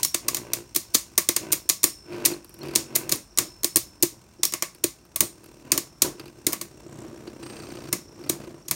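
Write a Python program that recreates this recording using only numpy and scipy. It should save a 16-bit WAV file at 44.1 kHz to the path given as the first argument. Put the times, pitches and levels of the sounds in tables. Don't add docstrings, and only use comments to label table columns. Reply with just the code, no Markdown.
import sys
import numpy as np
from scipy import signal
from scipy.fft import rfft, irfft, next_fast_len
from scipy.io import wavfile
from scipy.ndimage import uniform_filter1d, map_coordinates

SR = 44100
rng = np.random.default_rng(int(sys.argv[2]) if len(sys.argv) > 2 else 0)


def int16_out(signal):
    q = np.round(np.clip(np.atleast_2d(signal).T, -1, 1) * 32767)
    wavfile.write(sys.argv[1], SR, q.astype(np.int16))


N = 385875
TIME = np.arange(N) / SR

# f/Hz, density/dB
SIZZLE = [(3000, -29.5), (6500, -11.5), (8400, -2), (9600, 2), (10500, -5), (11700, 0), (13500, -2),
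          (15500, -2.5)]


def amp(db):
    return 10 ** (np.asarray(db) / 20)


def unit(x):
    return x / np.sqrt(np.mean(x ** 2) + 1e-20)


def along(points, hz):
    f, v = np.transpose(points)
    return np.interp(np.log(hz + 1), np.log(f + 1), v)


def curves(rows):
    s, *cols = np.transpose(rows)
    return [np.interp(TIME, s, c) for c in cols]


def wobble(rate_hz):
    knots = rng.standard_normal(int(N * rate_hz / SR) + 4)
    return map_coordinates(knots, [TIME * rate_hz])


def filtered(x, response):
    m = next_fast_len(len(x) + 8192)
    spectrum = rfft(x, m) * response(np.fft.rfftfreq(m, 1 / SR))
    return irfft(spectrum, m)[:len(x)]


def noise(spectrum, ripple_db=0, spacing_hz=70):
    knots = rng.standard_normal(2000)

    def gain(hz):
        ripple = ripple_db * np.interp(hz / spacing_hz, np.arange(len(knots)), knots)
        return amp(along(spectrum, hz) + ripple)

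    return unit(filtered(rng.standard_normal(N), gain))


def add(track, s, sound):
    part = track[max(round(s * SR), 0):][:len(sound)]
    part += sound[:len(part)]


def swells(rows):
    rise_db_per_s, fall_db_per_s = 249.5, 209.5
    total = 0
    for start, end, db in rows:
        rise_db = rise_db_per_s * np.maximum(start - TIME, 0)
        fall_db = fall_db_per_s * np.maximum(TIME - end, 0)
        total = total + amp(db - rise_db - fall_db)
    return total


def room(x, wet_db, size=16000):
    # f/Hz, t60/s (negative: the band grows)
    decay = [(150, -0.16), (500, 0.25), (2000, 0.47), (10000, -0.29)]
    # f/Hz, initial level/dB
    colour = [(150, 1.5), (400, 5.5), (1200, 8.5), (9000, -1.5)]
    hz, t, z = signal.stft(rng.standard_normal(size), SR, nperseg=256)
    level_db = along(colour, hz)[:, None] - 60 * t / along(decay, hz)[:, None]
    tail = signal.istft(z * amp(level_db), SR, nperseg=256)[1]
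    tail = tail * (1 - np.exp(-np.arange(len(tail)) / SR / 0.0035))
    wet = amp(wet_db) * signal.fftconvolve(x, tail / np.linalg.norm(tail))
    return wet + np.pad(x, (0, len(wet) - len(x)))


def air():
    # f/Hz, density/dB
    air_spectrum = [(20, -29), (35, -22), (49, 0.5), (62, -4.5), (120, -5.5), (200, -9), (400, -21),
                    (1000, -20), (3000, -35.5), (8000, -31.5), (16000, -47)]
    return amp(-56.5 + wobble(3)) * noise(air_spectrum)


def arena(force):
    # f/Hz, width/Hz, level/dB
    floor_modes = [(72, 17, -19), (117, 9.5, -9.5), (143.5, 23, -3), (238, 56, -10.5), (305.6, 45.6, 2),
                   (340.5, 21.5, 5.5), (433, 60, -17.5), (520.5, 37, -17), (581, 18, -11.5), (666, 24, -34),
                   (920, 100, -18), (1080, 49, -21)]
    return filtered(force, lambda f: sum(amp(db) * 1j * f * w / (c * c - f * f + 1j * f * w)
                                         for c, w, db in floor_modes))


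def turns():
    start_spin_hz, spin_life_s = 61.1, 11
    return start_spin_hz * spin_life_s * (1 - np.exp(-TIME / spin_life_s))


def leaning(s):
    lean_from_s, lean_full_s = 5.4, 6.7
    return np.interp(s, [lean_from_s, lean_full_s], [0, 1])


def bumps(main_db, scatter_db, jitter_turns, count=7):
    turn = turns()
    whole = np.arange(int(turn[-1]))[:, None]

    def drift():
        steps = rng.standard_normal((500, count))
        return unit(uniform_filter1d(steps, size=8, axis=0))[:len(whole)]

    flaw = np.arange(count)
    angle = (flaw + .3 * drift() * (flaw > 0)) / count
    jitter = jitter_turns * rng.standard_normal((500, count))[:len(whole)]
    at = np.interp(whole + angle + jitter, turn, np.arange(N))
    force = amp(scatter_db * drift() + main_db * (flaw == 0))
    force = force / np.sqrt(np.sum(force ** 2, axis=1, keepdims=True))
    return unit(np.bincount(at.astype(int).ravel(), force.ravel(), N))


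def strokes(bite_db, second_db, uneven_db):
    angle = 2 * np.pi * (turns() - .08)
    level_db = bite_db * np.cos(angle) + second_db * np.cos(2 * angle) + uneven_db * wobble(110)
    return unit(amp(level_db))


def rolling():
    # start/s, end/s, rumble/dB
    runs = [(0, .03, -46.5), (.255, .6, -42), (1.43, 1.54, -37.5), (2.12, 2.33, -35.5), (2.64, 2.8, -36.5),
            (2.93, 3.14, -39), (5.67, 5.7, -45.5), (6.21, 6.23, -44)]
    # t/s, rumble/dB, scrape drive/dB before the trims below
    tip_levels = [(0, -54, -40), (.13, -60, -61), (.9, -58.5, -57.5), (3.3, -65, -64.5), (3.6, -56.5, -60),
                  (5.1, -59, -64), (5.5, -50, -57.5), (5.97, -59, -63.5), (6.4, -53, -58),
                  (6.75, -51.5, -59.5), (7.03, -41.5, -59.5), (7.36, -47, -58), (7.5, -42.5, -52),
                  (7.9, -41.5, -52.5), (8.05, -54, -63.5), (8.24, -42.5, -59), (8.52, -43.5, -58),
                  (8.68, -58.5, -66)]
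    # f/Hz, gain/dB
    weight = [(60, 3), (115, 6), (190, 7.5), (300, -1), (380, 0.5), (600, 1.5), (1100, -2)]
    # f/Hz, density/dB
    grit_spectrum = [(400, -15.5), (750, -12.5), (980, 15), (1300, -19), (1520, 13), (1700, -5), (2000, 1),
                     (2700, 8.5), (3400, -12), (5000, -9.5), (9000, -23.5), (16000, -32)]
    # f/Hz, density/dB
    scrape_spectrum = [(1500, -35.5), (3500, -5), (4700, -3), (5600, 2), (7200, -2), (8200, -6.5),
                       (8550, 8), (9000, -5), (10500, -13), (15500, -8)]
    run_grit_db, run_scrape_db = -12, -24
    run = swells(runs)
    drumming, scraping = amp(curves(tip_levels))
    pulses = bumps(main_db=7.5, scatter_db=4.0, jitter_turns=0.0037)
    bite = strokes(bite_db=3.2, second_db=3, uneven_db=2.5)
    force = pulses + (0.46 + 0.75 * leaning(TIME)) * bite * rng.standard_normal(N)
    push = filtered(force, lambda hz: amp(along(weight, hz)))
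    rumble = amp(0.78 * wobble(14)) * np.hypot(run, drumming) * unit(arena(push))
    grit_level = np.hypot(amp(run_grit_db) * run, amp(-6.0) * scraping)
    grit = grit_level * bite * noise(grit_spectrum, ripple_db=-0.5)
    scrape_level = np.hypot(amp(run_scrape_db) * run, amp(-2.5) * scraping)
    scrape = scrape_level * bite * noise(scrape_spectrum, ripple_db=3.5)
    return room(rumble + grit + scrape, wet_db=-10.5)[:N]


def contacts():
    # shell knock/dB, floor thump/dB, long ring/dB, short ring/dB, high ring/dB
    rim_blows = [(0.0314, 0.0012, -13, 0.5, -39, -37, -36.5, -21, -32),
                 (0.0483, 0, -14.5, 3, -23, -34, -39.5, -24, -49),
                 (0.1453, 0.0024, -16.5, -4.5, -13, -17.5, -46, -39, -47),
                 (.284, 0.0019, -15, -1, -15, -27, -46, -47, -46),
                 (0.3458, 0, -17.5, -1.5, -17.5, -27, -43, -36, -44),
                 (.3685, 0, -23.5, -2, -13, -25, -44.5, -34, -43),
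                 (0.5337, 0, -15, 0.5, -17.5, -22, -47, -40.5, -45),
                 (0.7492, 0.0025, -26.5, -2, -24, -21, -47, -44, -42),
                 (0.7617, .003, -12, 2, -22.5, -21.5, -41, -44.5, -45),
                 (0.9403, 0.0021, -32, 1, -25, -21, -49, -42, -35),
                 (0.9466, 0.0023, -10, 1, -17, -20, -49.5, -39, -38),
                 (.9509, 0, -13.5, -6, -22.5, -18.5, -48, -45, -41),
                 (1.1782, 0.00096, -11, -0.5, -18, -18, -45.5, -36.5, -39.5),
                 (1.1828, 0.0029, -13.5, 8, -13, -22, -45.5, -41, -40.5),
                 (1.2886, 0, -11.5, -0.5, -14.5, -16, -48, -35, -34),
                 (1.3644, 0.0016, -15.5, -3, -13.5, -19, -48.5, -43, -44.5),
                 (1.5234, 0.0045, -12.5, 3, -30, -27, -48, -45, -43),
                 (1.5298, 0, -13.5, 5, -17, -23, -42, -50.5, -47),
                 (1.691, 0, -15.5, 2.5, -19.5, -36, -39, -33, -42.5),
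                 (1.6971, 0, -11, -2, -18.5, -28, -37, -38, -37),
                 (1.84, .008, -7.5, 2.5, -19, -20, -33, -32, -23),
                 (2.252, 0.0022, -15, -2.5, -23, -24, -46, -45, -34),
                 (2.2582, 0.0049, -9.5, 1, -17.5, -23, -43, -45, -38),
                 (2.7576, 0.0047, -11, -4.5, -20.5, -21.5, -43, -32, -41),
                 (2.9552, 0.0032, -15.5, 2.5, -21.5, -27, -47.5, -47, -43),
                 (2.9602, 0, -13, 6.5, -16.5, -20.5, -48.5, -45, -43),
                 (3.0936, 0.001, -22.5, -2, -16, -20, -39.5, -29, -27),
                 (3.122, 0.0054, -11.5, 0, -18, -21, -54, -38, -28),
                 (3.3855, 0.011, -10.5, -2.5, -15, -24.5, -34, -39, -29),
                 (3.6442, 0.011, -13, 1.5, -18, -16.5, -32, -38.5, -28),
                 (3.7591, 0.00036, -9, 6, -23, -22.5, -47.5, -42, -36),
                 (3.7686, 0, -14, 1, -19.5, -15, -46, -42, -39),
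                 (4.0253, 0, -12, 6, -29, -17, -48.5, -41.5, -47),
                 (4.031, 0, -12, 0, -19, -11.5, -47, -42.5, -46),
                 (4.433, 0.0013, -11.5, -1, -18, -28, -45, -22, -39),
                 (4.4519, 0, -16, 2, -33.5, -26, -40, -33, -44),
                 (4.5371, 0.014, -19.5, -2, -10, -19, -42, -36, -39),
                 (4.6234, 0, -18.5, -3.5, -8, -18.5, -45, -37, -34.5),
                 (4.8402, 0.0022, -14, -1, -16.5, -9.5, -48, -41, -30),
                 (5.1601, 0.0011, -19, 5.5, -17, -26.5, -45.5, -42, -47.5),
                 (5.2061, 0, -8.5, 2.5, -19.5, -25, -51, -42.5, -24),
                 (5.7187, 0.00072, -10.5, -0.5, -15.5, -20, -36.5, -34, -38),
                 (5.777, 0.00049, -16, -1.5, -15.5, -18, -32, -41, -41),
                 (6.0202, 0.0011, -8, 0, -22.5, -17.5, -48, -35, -45),
                 (6.4672, 0.00093, -12.5, 2.5, -17.5, -13.5, -48, -45, -41),
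                 (6.5305, 0.0068, -19, 1.5, -11, -18.5, -48, -45, -37),
                 (6.613, 0.00099, -24.5, 0.5, -13.5, -17.5, -43, -40, -39),
                 (7.9283, 0.0013, -16, -0.5, -12.5, -12, -35.5, -40, -37),
                 (8.296, 0.0029, -16, 0.5, -17, -12, -48, -49, -41),
                 (8.6835, 0.0023, -29, -4, -17, -24, -45, -39, -44),
                 (8.711, 0, -15.5, 0, -13.5, -23.5, -42, -42, -44)]
    touch_db = -10
    blows = [(s, db, *colour) for s, lead, db, *colour in rim_blows]
    touches = [(s - lead, db + touch_db, *colour) for s, lead, db, *colour in rim_blows if lead > 0]
    return np.transpose(blows + touches)


def bursts(times, levels_db, hold_s, fade_s, fade_db, wet_db, t60_s, size=18000):
    t = np.arange(size) / SR
    chatter = (1 - np.exp(-t / 0.00017)) / np.sqrt(1 + (t / hold_s) ** 4)
    direct = chatter + amp(fade_db) * np.exp(-t / fade_s)
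    tail = (1 - np.exp(-t / 0.0036)) * amp(wet_db - 60 * t / t60_s)
    shape = direct ** 2 + tail ** 2
    power = np.zeros(N)
    for s, db in zip(times, levels_db):
        add(power, s, amp(2 * db) * shape)
    return np.sqrt(power)


def thumps(times, levels_db, clatter_db, settle_s, size=4000):
    t = np.arange(size) / SR
    force = np.zeros(N)
    for s, db in zip(times, levels_db):
        u = (t - .005) / (0.00063 * amp(rng.normal(0, 1)))
        landing = -u * np.exp(-u ** 2)
        swell = (1 - np.exp(-t / .004)) * np.exp(-t / settle_s)
        clatter = amp(clatter_db) * swell * rng.standard_normal(size)
        add(force, s, amp(db + 20.0) * (clatter + landing))
    return arena(force)


def heave(hz, life_s, size=7000):
    t = np.arange(size) / SR
    sway = sum(np.sin(2 * np.pi * f * t) for f in hz * amp(rng.normal(0, 1.8, 3)))
    return unit(sway) * (1 - np.exp(-t / 0.0027)) * np.exp(-t / life_s)


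def metal(times, ring_db):
    rim_modes = [(0, 5303, -1, 1.02), (0, 5360, -4, 1.1), (0, 5270, -16, 1.0), (1, 5430, -2, 0.36),
                 (1, 5540, -3, .4), (1, 5620, 0, 0.37), (1, 5600, -6, 0.43), (2, 8500, -14, .45),
                 (2, 8560, 0, 0.26), (2, 8940, -2, 0.28), (2, 7130, -7.5, 0.23), (2, 11430, -9.5, 0.23),
                 (2, 14800, -13, 0.17)]
    out = np.zeros(N)
    for ring, hz, db, t60 in rim_modes:
        sizes = amp(ring_db[round(ring)] + db + rng.normal(0, 1.5, len(times)))
        r, w = amp(-60 / (t60 * SR)), 2 * np.pi * hz / SR
        at = (times * SR).astype(int) + rng.integers(0, 10, len(times))
        blows = np.bincount(at, sizes, N)
        out += signal.lfilter([np.sin(w)], [1, -2 * r * np.cos(w), r * r], blows)
    return out


def clashes():
    # f/Hz, density/dB
    crack_spectrum = [(700, -31), (1500, -21), (2300, -10), (3300, -6), (4200, -2), (6000, 0), (7100, 2.5),
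                      (7600, -4.5), (8400, -0.5), (9600, -4), (11000, -10.5), (16000, -19.5)]
    # f/Hz, density/dB
    shell_spectrum = [(300, -16), (620, -1.5), (820, -13), (1000, 2), (1140, 4), (1400, -10.5), (1750, -6),
                      (2150, 1.5), (2800, -5.5), (5000, -33.5)]
    heave_db, heave_grows, heave_lean_db = -48, 0.38, 11
    s, db, bright_db, knock_db, thump_db, *ring_db = contacts()
    crack = bursts(s, db - 2.5 - 0.61 * bright_db, hold_s=0.0025, fade_s=0.01,
                   fade_db=-15.0, wet_db=-14.0, t60_s=0.24) * noise(crack_spectrum, ripple_db=1.5)
    sizzle = bursts(s, db - 0.5 + 0.3 * bright_db, hold_s=0.0022, fade_s=0.0092,
                    fade_db=-12.5, wet_db=-15.5, t60_s=0.19) * noise(SIZZLE, ripple_db=2.0)
    knock = bursts(s, db + knock_db - 2.5, hold_s=0.0072, fade_s=0.012,
                   fade_db=-12.5, wet_db=-8, t60_s=0.23) * noise(shell_spectrum, ripple_db=2.5)
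    low = room(thumps(s, db + thump_db, clatter_db=-15.0, settle_s=0.024), wet_db=-5.5)[:N]
    for at, level_db in zip(s, heave_db + heave_grows * db + heave_lean_db * leaning(s)):
        add(low, at, amp(level_db) * heave(hz=167, life_s=0.051))
    return crack + sizzle + knock + low + metal(s, np.array(ring_db) + db)


def bounces():
    hops = [(1.855, -37.5, 0.029, -60), (2.775, -45, 0.037, -37), (3.134, -39, .03, -38),
            (3.4, -35.5, 0.037, -40), (5.22, -33.5, 0.03, -32.5), (5.736, -32.5, .039, -39.5),
            (6.04, -28, 0.037, -39), (6.485, -34, 0.024, -49), (7.943, -45, 0.026, -34),
            (8.311, -40.5, 0.05, -35), (8.726, -50, .03, -38)]
    hop_s = .015
    t = np.arange(SR // 3) / SR
    level, sway = np.zeros(N), np.zeros(N)
    for s, db, settle_s, heave_db in hops:
        add(level, s, amp(db + 4.0) * (1 - np.exp(-t / 0.004)) * np.exp(-t / settle_s))
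        add(sway, s - hop_s, amp(heave_db) * heave(hz=165, life_s=0.028))
    return level * unit(arena(rng.standard_normal(N))) + sway


def grazes():
    graze_series = [(2.13, 6, 0.017, -61.5, -46, -48.5, -71.5), (2.314, 1, .02, -40, -39, -35, -70),
                    (2.4451, 4, 0.048, -45.5, -52.5, -51, -73), (2.6319, 5, 0.026, -48, -43, -37, -72),
                    (3.158, 1, .02, -35, -50.5, -42, -68.5), (4.748, 1, .02, -50, -51, -52, -80.5),
                    (5.0515, 1, .02, -58, -60, -58, -81), (5.441, 2, .0185, -51, -54, -54, -77),
                    (6.1964, 1, .03, -47.5, -39, -43, -78), (6.2564, 2, .023, -55, -46.5, -45, -75),
                    (7.274, 1, .03, -62, -44, -38, -81), (7.4301, 14, 0.034, -56.5, -40.5, -42, -52),
                    (8.238, 2, 0.032, -58, -46, -43, -68), (8.4145, 2, .03, -62, -47, -47, -74)]
    # f/Hz, density/dB
    rub_spectrum = [(400, -13), (1000, 5), (1500, 1.5), (2200, -2), (2700, 2), (3400, -4.5), (4200, -2),
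                    (4800, 3), (5300, -8.5), (7000, -8), (9000, -16), (16000, -29)]
    # t/s, f/Hz, level/dB
    squeaks = [(2.334, 4220, -33), (2.614, 4250, -36)]
    loss_db, light_db, ring_loss_db = 0.36, 2, 1
    series = []
    for start, count, gap, *levels_db in graze_series:
        for k in range(round(count)):
            series.append((start + k * gap, k, *(np.array(levels_db) - loss_db * k - light_db * (k % 2))))
    s, place, tick_db, rub_db, thump_db, ring_db = np.transpose(series)
    out = bursts(s, tick_db + 6.0, hold_s=0.0021, fade_s=.005,
                 fade_db=-19, wet_db=-20, t60_s=.24) * noise(SIZZLE, ripple_db=6.5)
    out += bursts(s, rub_db, hold_s=0.0062, fade_s=.006,
                  fade_db=-17.0, wet_db=-17.5, t60_s=.26) * noise(rub_spectrum, ripple_db=3)
    out += thumps(s, thump_db, clatter_db=-18.5, settle_s=.01)
    t = np.arange(SR // 4) / SR
    for at, db in zip(s, ring_db - ring_loss_db * place):
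        ring = sum(np.sin(2 * np.pi * (hz * t + rng.random())) for hz in (8490, 8550, 8612))
        add(out, at, amp(db + 1 - 60 * t / .3) * ring)
    for at, hz, db in squeaks:
        squeak = np.exp(-((t - .005) / 0.0028) ** 2) * np.sin(2 * np.pi * hz * t)
        add(out, at, amp(db) * room(squeak, wet_db=-11.5))
    return out


def chirps(start_hz, end_hz, width_hz, second_db):
    # start/s, end/s, level/dB before the mix gain
    chirp_spells = [(6.72, 7.2, -57), (6.92, 7.01, -52), (8.14, 8.6, -60)]
    half, stroke = np.divmod(2 * turns(), 1)
    pitch_hz = np.interp(stroke, [0, .4], [start_hz, end_hz]) + width_hz * wobble(2900)
    swell = np.exp(-((stroke - .2) / 0.12) ** 2) * amp(second_db * (half % 2) + 2 * wobble(43))
    tone = np.sin(2 * np.pi * np.cumsum(pitch_hz) / SR)
    return room(swells(chirp_spells) * swell * tone, wet_db=-11)[:N]


def scene():
    chirping = amp(2.5) * chirps(start_hz=9100, end_hz=5700, width_hz=560, second_db=-2)
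    return (air() + rolling() + clashes() + bounces() + grazes() + chirping)[None]


def record(dry):
    top_hz = 15900
    rounded = dry[0] / (1 + np.abs(dry[0] / .95) ** 6) ** (1 / 6)
    return filtered(rounded, lambda hz: 1 / np.sqrt(1 + (hz / top_hz) ** 200))[None]


dry = scene()
out = record(dry)
int16_out(out)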